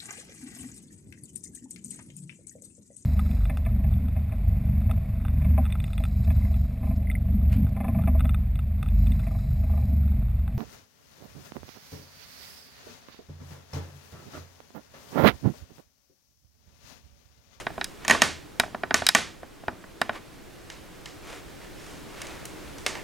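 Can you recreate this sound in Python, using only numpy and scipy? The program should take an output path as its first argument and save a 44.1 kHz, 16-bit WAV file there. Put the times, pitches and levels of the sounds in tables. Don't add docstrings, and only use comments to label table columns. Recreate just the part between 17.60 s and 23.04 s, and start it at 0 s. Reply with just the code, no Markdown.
import sys
import numpy as np
from scipy import signal
from scipy.fft import rfft, irfft, next_fast_len
from scipy.io import wavfile
from scipy.ndimage import uniform_filter1d

SR = 44100
rng = np.random.default_rng(int(sys.argv[2]) if len(sys.argv) > 2 else 0)


def transcribe(u):
    v = np.clip(np.atleast_2d(u).T, -1, 1)
    q = np.round(v * 32767).astype(np.int16)
    wavfile.write(sys.argv[1], SR, q)


N = 239771
TAPS = 4096
HZ = np.fft.rfftfreq(TAPS, 1 / SR)


# start in seconds, level in dB, contact corner in Hz.
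MOUNT_KNOCKS = [(.0675, -24, 1800), (0.1031, -39, 1070), (0.1795, -30, 810), (.2120, -25.5, 3220),
                (.9980, -15, 2070), (1.0347, -28.5, 960), (1.0615, -42.5, 600), (1.0790, -42.5, 600),
                (1.1466, -28, 1000), (1.2343, -24, 1330), (1.3084, -21, 1430), (1.4200, -25.5, 1030),
                (1.831, -37.5, 780), (2.0364, -41.5, 740), (2.081, -23, 1100), (2.2395, -44, 1300),
                (2.4153, -18.5, 1960), (2.4937, -23, 1220)]
# start in seconds, level in dB, contact corner in Hz, low cut in Hz.
MOUNT_SNAPS = [(0.2432, -28.5, 12100, 6160), (1.4663, -15.5, 5970, 3870), (1.4886, -13.5, 12000, 1060)]
# frequency in Hz, relative strength in dB, T60 in seconds.
MOUNT_MODES = [(95.5, -31.5, 0.2), (246, -15.5, 0.064), (376, -26.5, 0.081), (697, -4.5, 0.023),
               (859, -8, 0.024), (1046, -5.5, 0.015), (1390, -6.5, 0.028), (1499, -5.5, 0.042),
               (1672, -5.5, 0.036), (1880, -6, 0.027), (2383, -3.5, 0.025), (2990, 1, 0.0071),
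               (3320, 3, 0.0086), (3830, 0.5, 0.028), (4886, 2, 0.015), (5156, -2.5, 0.021),
               (5430, -0.5, 0.0071), (7300, -4, 0.0035), (8700, 2, 0.0059), (9700, -7, 0.017),
               (11200, -9, 0.0084), (5080, -24, 0.17), (3800, -28, 0.19)]
# frequency in Hz, relative level in dB.
MOUNT_COLOUR = [(60, 6.5), (200, -1.5), (480, -8), (750, -1.5), (2000, -1), (2700, 1.5), (5000, 1),
                (10000, -3.5), (16000, -14)]

def mount(crack_from_db=-19, crack_width_db=0.45, soft_db=-42, hard_db=-5.5, low_cut_hz=212, room_db=-18):
    hits = [(s, db, corner_hz, -2, low_hz, room_db)
            for s, db, corner_hz, low_hz in MOUNT_SNAPS]
    for s, db, corner_hz in MOUNT_KNOCKS:
        crack = 1 / (1 + np.exp((crack_from_db - db) / crack_width_db))
        snap_db = soft_db + crack * (hard_db - soft_db)
        hits.append((s, db, corner_hz, snap_db, low_cut_hz, room_db))
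    return strike(hits, MOUNT_MODES, MOUNT_COLOUR, dense_db=-4)


# start in seconds, level in dB, contact corner in Hz, room send in dB.
METER_CLACKS = [(0.4491, -33, 5500, -13), (0.4806, -20.5, 7940, 0), (0.4979, -15.5, 3630, -8),
                (0.5088, -12.5, 4050, -8), (0.5125, -21, 1920, -6), (0.5478, -22, 1700, -20),
                (.6135, -37, 4000, -6), (.6190, -11.5, 5640, -6), (1.3424, -14.5, 5800, -7.5),
                (1.5493, -12, 5630, -6.5), (2.5590, -42, 1510, -7)]
# frequency in Hz, relative strength in dB, T60 in seconds.
METER_MODES = [(230, -9.5, 0.063), (439, -29.5, 0.14), (650, -6.5, 0.043), (963, 1, 0.0076),
               (1161, -7.5, 0.065), (1490, -13, 0.15), (1540, -9, 0.02), (1786, -5.5, 0.033),
               (1912, -7, 0.049), (2330, -2.5, 0.016), (2770, -9, 0.016), (3230, -36, 0.031),
               (5420, -3, 0.01), (6380, 1.5, 0.015), (6950, 0, 0.019), (8700, -14, 0.018)]
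# frequency in Hz, relative level in dB.
METER_COLOUR = [(50, -0.5), (200, -12), (450, -11), (800, -4.5), (2000, -3), (4000, -4.5), (6800, -2.5),
                (10000, -4.5), (16000, -21)]

def meter(hard_hz=5500, hard_snap_db=-7.5, db_per_octave=11, low_cut_hz=160):
    hits = []
    for s, db, corner_hz, room_db in METER_CLACKS:
        snap_db = hard_snap_db + db_per_octave * np.log2(corner_hz / hard_hz)
        hits.append((s, db, corner_hz, snap_db, low_cut_hz, room_db))
    return strike(hits, METER_MODES, METER_COLOUR, dense_db=-1)


# start in seconds, level in dB, contact corner in Hz, low cut in Hz, room send in dB.
PROBE_TICKS = [(3.1009, -39, 5440, 500, -1), (3.4577, -38.5, 6000, 500, -1.5),
               (4.6173, -35.5, 11000, 300, -7), (4.6686, -43.5, 8000, 400, -5),
               (4.8541, -38, 14000, 7000, -5), (5.1832, -45, 8500, 4000, 1), (5.2635, -21.5, 7040, 200, -4),
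               (5.3528, -36.5, 2330, 200, 1.5)]
# frequency in Hz, relative strength in dB, T60 in seconds.
PROBE_MODES = [(2126, -11, 0.13), (2750, -2.5, .02), (3070, -2.5, 0.022), (4020, -2.5, 0.017),
               (4790, -4, .025), (5850, 0, 0.014), (6800, -1, .012)]
# frequency in Hz, relative level in dB.
PROBE_COLOUR = [(100, -23), (400, -5), (850, -2), (1400, -4.5), (2200, -0.5), (3700, -3), (5600, 0),
                (9000, 0.5), (16000, -12)]

def probes(snap_db=-20):
    hits = [(s, db, corner_hz, snap_db, low_hz, room_db)
            for s, db, corner_hz, low_hz, room_db in PROBE_TICKS]
    return strike(hits, PROBE_MODES, PROBE_COLOUR, dense_db=5)


# frequency in Hz, T60 in seconds.
DENSE_DECAY = [(100, 0.041), (700, 0.06), (1500, 0.053), (5000, 0.024), (16000, 0.019)]
# frequency in Hz, T60 in seconds.
ROOM_DECAY = [(100, 0.72), (400, 0.31), (1200, .33), (3000, 0.38), (7000, 0.34), (11000, 0.25),
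              (16000, 0.087)]

def strike(hits, modes, colour, dense_db, build_s=0.012):
    direct, room = np.zeros((2, 2, N))
    ring = unit(ringing(modes, TAPS))
    build_up = 1 - np.exp(-(np.arange(3 * TAPS) / SR / build_s) ** 2)
    for s, db, corner_hz, snap_db, low_hz, room_db in hits:
        force = contact(corner_hz, snap_db, low_hz)
        body = ring + gain_of(dense_db) * dense_modes(colour, DENSE_DECAY, TAPS)
        echoes = dense_modes(colour, ROOM_DECAY, 3 * TAPS) * build_up
        strength = gain_of(db) * np.sqrt(SR / 100)
        add(direct, s, strength * unit(through(body, force)))
        add(room, s, strength * gain_of(room_db) * unit(through(echoes, force)))
    return np.array([direct, room])


def contact(corner_hz, snap_db, low_hz):
    lowpass_power = 1 / (1 + (HZ / corner_hz) ** 5)
    low_cut = HZ / np.hypot(HZ, low_hz)
    return causal(np.sqrt(lowpass_power + gain_of(snap_db) ** 2) * low_cut)


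def ringing(modes, size):
    t = np.arange(size) / SR
    return sum((-1) ** k * gain_of(db) * np.exp(-np.log(1000) * t / t60) * np.sin(2 * np.pi * hz * t)
               for k, (hz, db, t60) in enumerate(modes))


# frequency in Hz, left-right correlation.
HANDLING_LIKENESS = [(100, 0.21), (400, 0.23), (1000, 0.48), (2500, 0.98), (16000, 0.8)]

def dense_modes(colour, decay, size):
    hz, t, bands = signal.stft(noise(colour, HANDLING_LIKENESS, size), SR, nperseg=128)
    bands = bands * np.exp(-np.log(1000) * t / read(decay, hz)[:, None])
    return unit(signal.istft(bands, SR, nperseg=128)[1][:, :size])


# middle in seconds, length in seconds, rub level in dB, swish relative to rub in dB.
TABLE_STROKES = [(0, 0.078, -39.5, -9), (0.453, 0.095, -45, -20), (2.555, 0.083, -42.5, -17),
                 (3.722, 0.21, -43.5, -10), (4.033, .1, -50, -12), (4.293, .3, -51, -4.5),
                 (4.674, 0.4, -44.5, -12), (5.004, 0.43, -53.5, -10.5), (5.35, 0.13, -45.5, -19)]
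# frequency in Hz, relative level in dB.
RUB_COLOUR = [(100, -17), (400, 4), (1000, 0.5), (2200, -0.5), (4000, -9), (7000, -20), (16000, -33)]
# frequency in Hz, relative level in dB.
SWISH_COLOUR = [(500, -46), (2500, 1), (6500, 10), (11000, 2), (16000, -20)]

def leads(grain_db=1.5):
    rub = unit(noise(RUB_COLOUR, HANDLING_LIKENESS, N))
    swish = unit(noise(SWISH_COLOUR, HANDLING_LIKENESS, N))
    strokes = sum(gain_of(db) * arch(middle_s, length_s) * (rub + gain_of(swish_db) * swish)
                  for middle_s, length_s, db, swish_db in TABLE_STROKES)
    return strokes * np.sqrt(N) * gain_of(grain_db * flutter(200))


def squeak(base_hz=4950, rise_hz=480, level_db=-58, waver=0.0065):
    speed = arch(middle_s=4.205, length_s=0.09)
    pitch_hz = (base_hz + rise_hz * speed) * (1 + waver * flutter(120))
    return gain_of(level_db) * speed * np.sin(2 * np.pi * np.cumsum(pitch_hz) / SR)


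def arch(middle_s, length_s):
    return np.cos(np.pi * np.clip((np.arange(N) / SR - middle_s) / length_s, -.5, .5))


# frequency in Hz, coupling in dB, T60 in seconds.
CLAMP_MODES = [(2410, -58, 0.26), (3060, -62, .14), (3890, -52, 0.2)]

def clamps(clacks):
    return through(clacks.mean(0), ringing(CLAMP_MODES, 4 * TAPS))[:, :N]


# frequency in Hz, gain in dB.
ROOM_GAIN = [(45, -5.5), (80, 10.5), (125, 4), (250, 11.5), (700, 2), (1800, -1), (4000, -2.5), (8000, -4),
             (12000, -4), (16000, 2)]

def small_room(echoes):
    return through(echoes, causal(gain_of(read(ROOM_GAIN, HZ))))[:, :N]


# frequency in Hz, relative level in dB.
HISS_COLOUR = [(12, -9), (20, -0.5), (123, -4.5), (142, -3.5), (204, -5.5), (262, -7.5), (293, -1),
               (377, -5.5), (410, -6), (513, -8.5), (558, -10.5), (923, -14.5), (1570, -16.5),
               (7730, -27.5), (16000, -34.5)]
# time in seconds, level in dB.
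HISS_LEVEL = [(0, -44.5), (.45, -45), (.9, -47), (1.85, -49), (4.6, -42.5), (5.44, -41.5)]
# frequency in Hz, left-right correlation.
HISS_LIKENESS = [(60, -0.014), (150, 0.0084), (380, -0.035), (950, 0.11), (2380, 0.47), (5980, 0.39),
                 (15000, 0.25)]

def hiss(balance_db=0.35):
    level_db = np.interp(np.arange(N) / SR, *np.transpose(HISS_LEVEL))
    air = unit(noise(HISS_COLOUR, HISS_LIKENESS, N)) * np.sqrt(N)
    return air * gain_of(level_db + np.array([[-balance_db], [balance_db]]))


# frequency in Hz, width in Hz, strength in dB.
PORT_CAVITIES = [(384, 61, 0.5), (607, 38, -2.5), (1775, 117, 3.5)]

def microphone_ports(x, left_db=-1.0, right_db=-0.2, lead_rad=0.56):
    t = np.arange(TAPS) / SR
    cavities = np.zeros(TAPS)
    for hz, width, db in PORT_CAVITIES:
        decay = 2 * np.pi * width / SR * np.exp(-np.pi * width * t)
        cavities += gain_of(db) * decay * np.cos(2 * np.pi * hz * t + lead_rad)
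    right = x[1] + through(x[1], cavities)[0, :N]
    return np.array([gain_of(left_db) * x[0], gain_of(right_db) * right])


def noise(colour, likeness, size):
    length = next_fast_len(size, real=True)
    hz = np.fft.rfftfreq(length, 1 / SR)
    mid, side = rfft(rng.standard_normal((2, length)))
    same = np.sqrt(np.clip(read(likeness, hz), 0, 1))
    mid, side = mid * np.sqrt(1 + same), side * np.sqrt(1 - same)
    return irfft(np.array([mid + side, mid - side]) * gain_of(read(colour, hz)), length)[:, :size]


def flutter(samples):
    return unit(uniform_filter1d(rng.standard_normal(N), size=samples)) * np.sqrt(N)


def gain_of(db):
    return 10 ** (np.asarray(db) / 20)


def read(points, hz):
    f, value = np.transpose(points)
    return np.interp(np.log(hz + 1), np.log(f + 1), value)


def unit(x):
    return x / np.sqrt(np.mean(np.sum(x ** 2, -1)) + 1e-20)


def add(mix, s, sound):
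    part = mix[:, max(round(s * SR), 0):][:, :sound.shape[-1]]
    part += sound[..., :part.shape[-1]]


def causal(gain):
    log_gain = np.log(np.maximum(gain, 1e-5))
    mirrored = np.concatenate([log_gain, log_gain[-2:0:-1]])
    return np.fft.ifft(np.exp(np.conj(signal.hilbert(mirrored)))).real


def through(x, response):
    return signal.fftconvolve(np.atleast_2d(x), np.atleast_2d(response), axes=1)


def scene():
    clacks = meter()
    direct, echoes = clacks + probes() + mount()
    blows = direct + small_room(echoes) + clamps(clacks[0])
    return microphone_ports(blows) + leads() + squeak() + hiss()


def record(dry, edge_hz=16400):
    rounded = dry / (1 + dry ** 6) ** (1 / 6)
    lowpass = signal.firwin(255, edge_hz, window=("kaiser", 9), fs=SR)
    return signal.oaconvolve(rounded, lowpass[None], "same")


dry = scene()
out = record(dry)
transcribe(out)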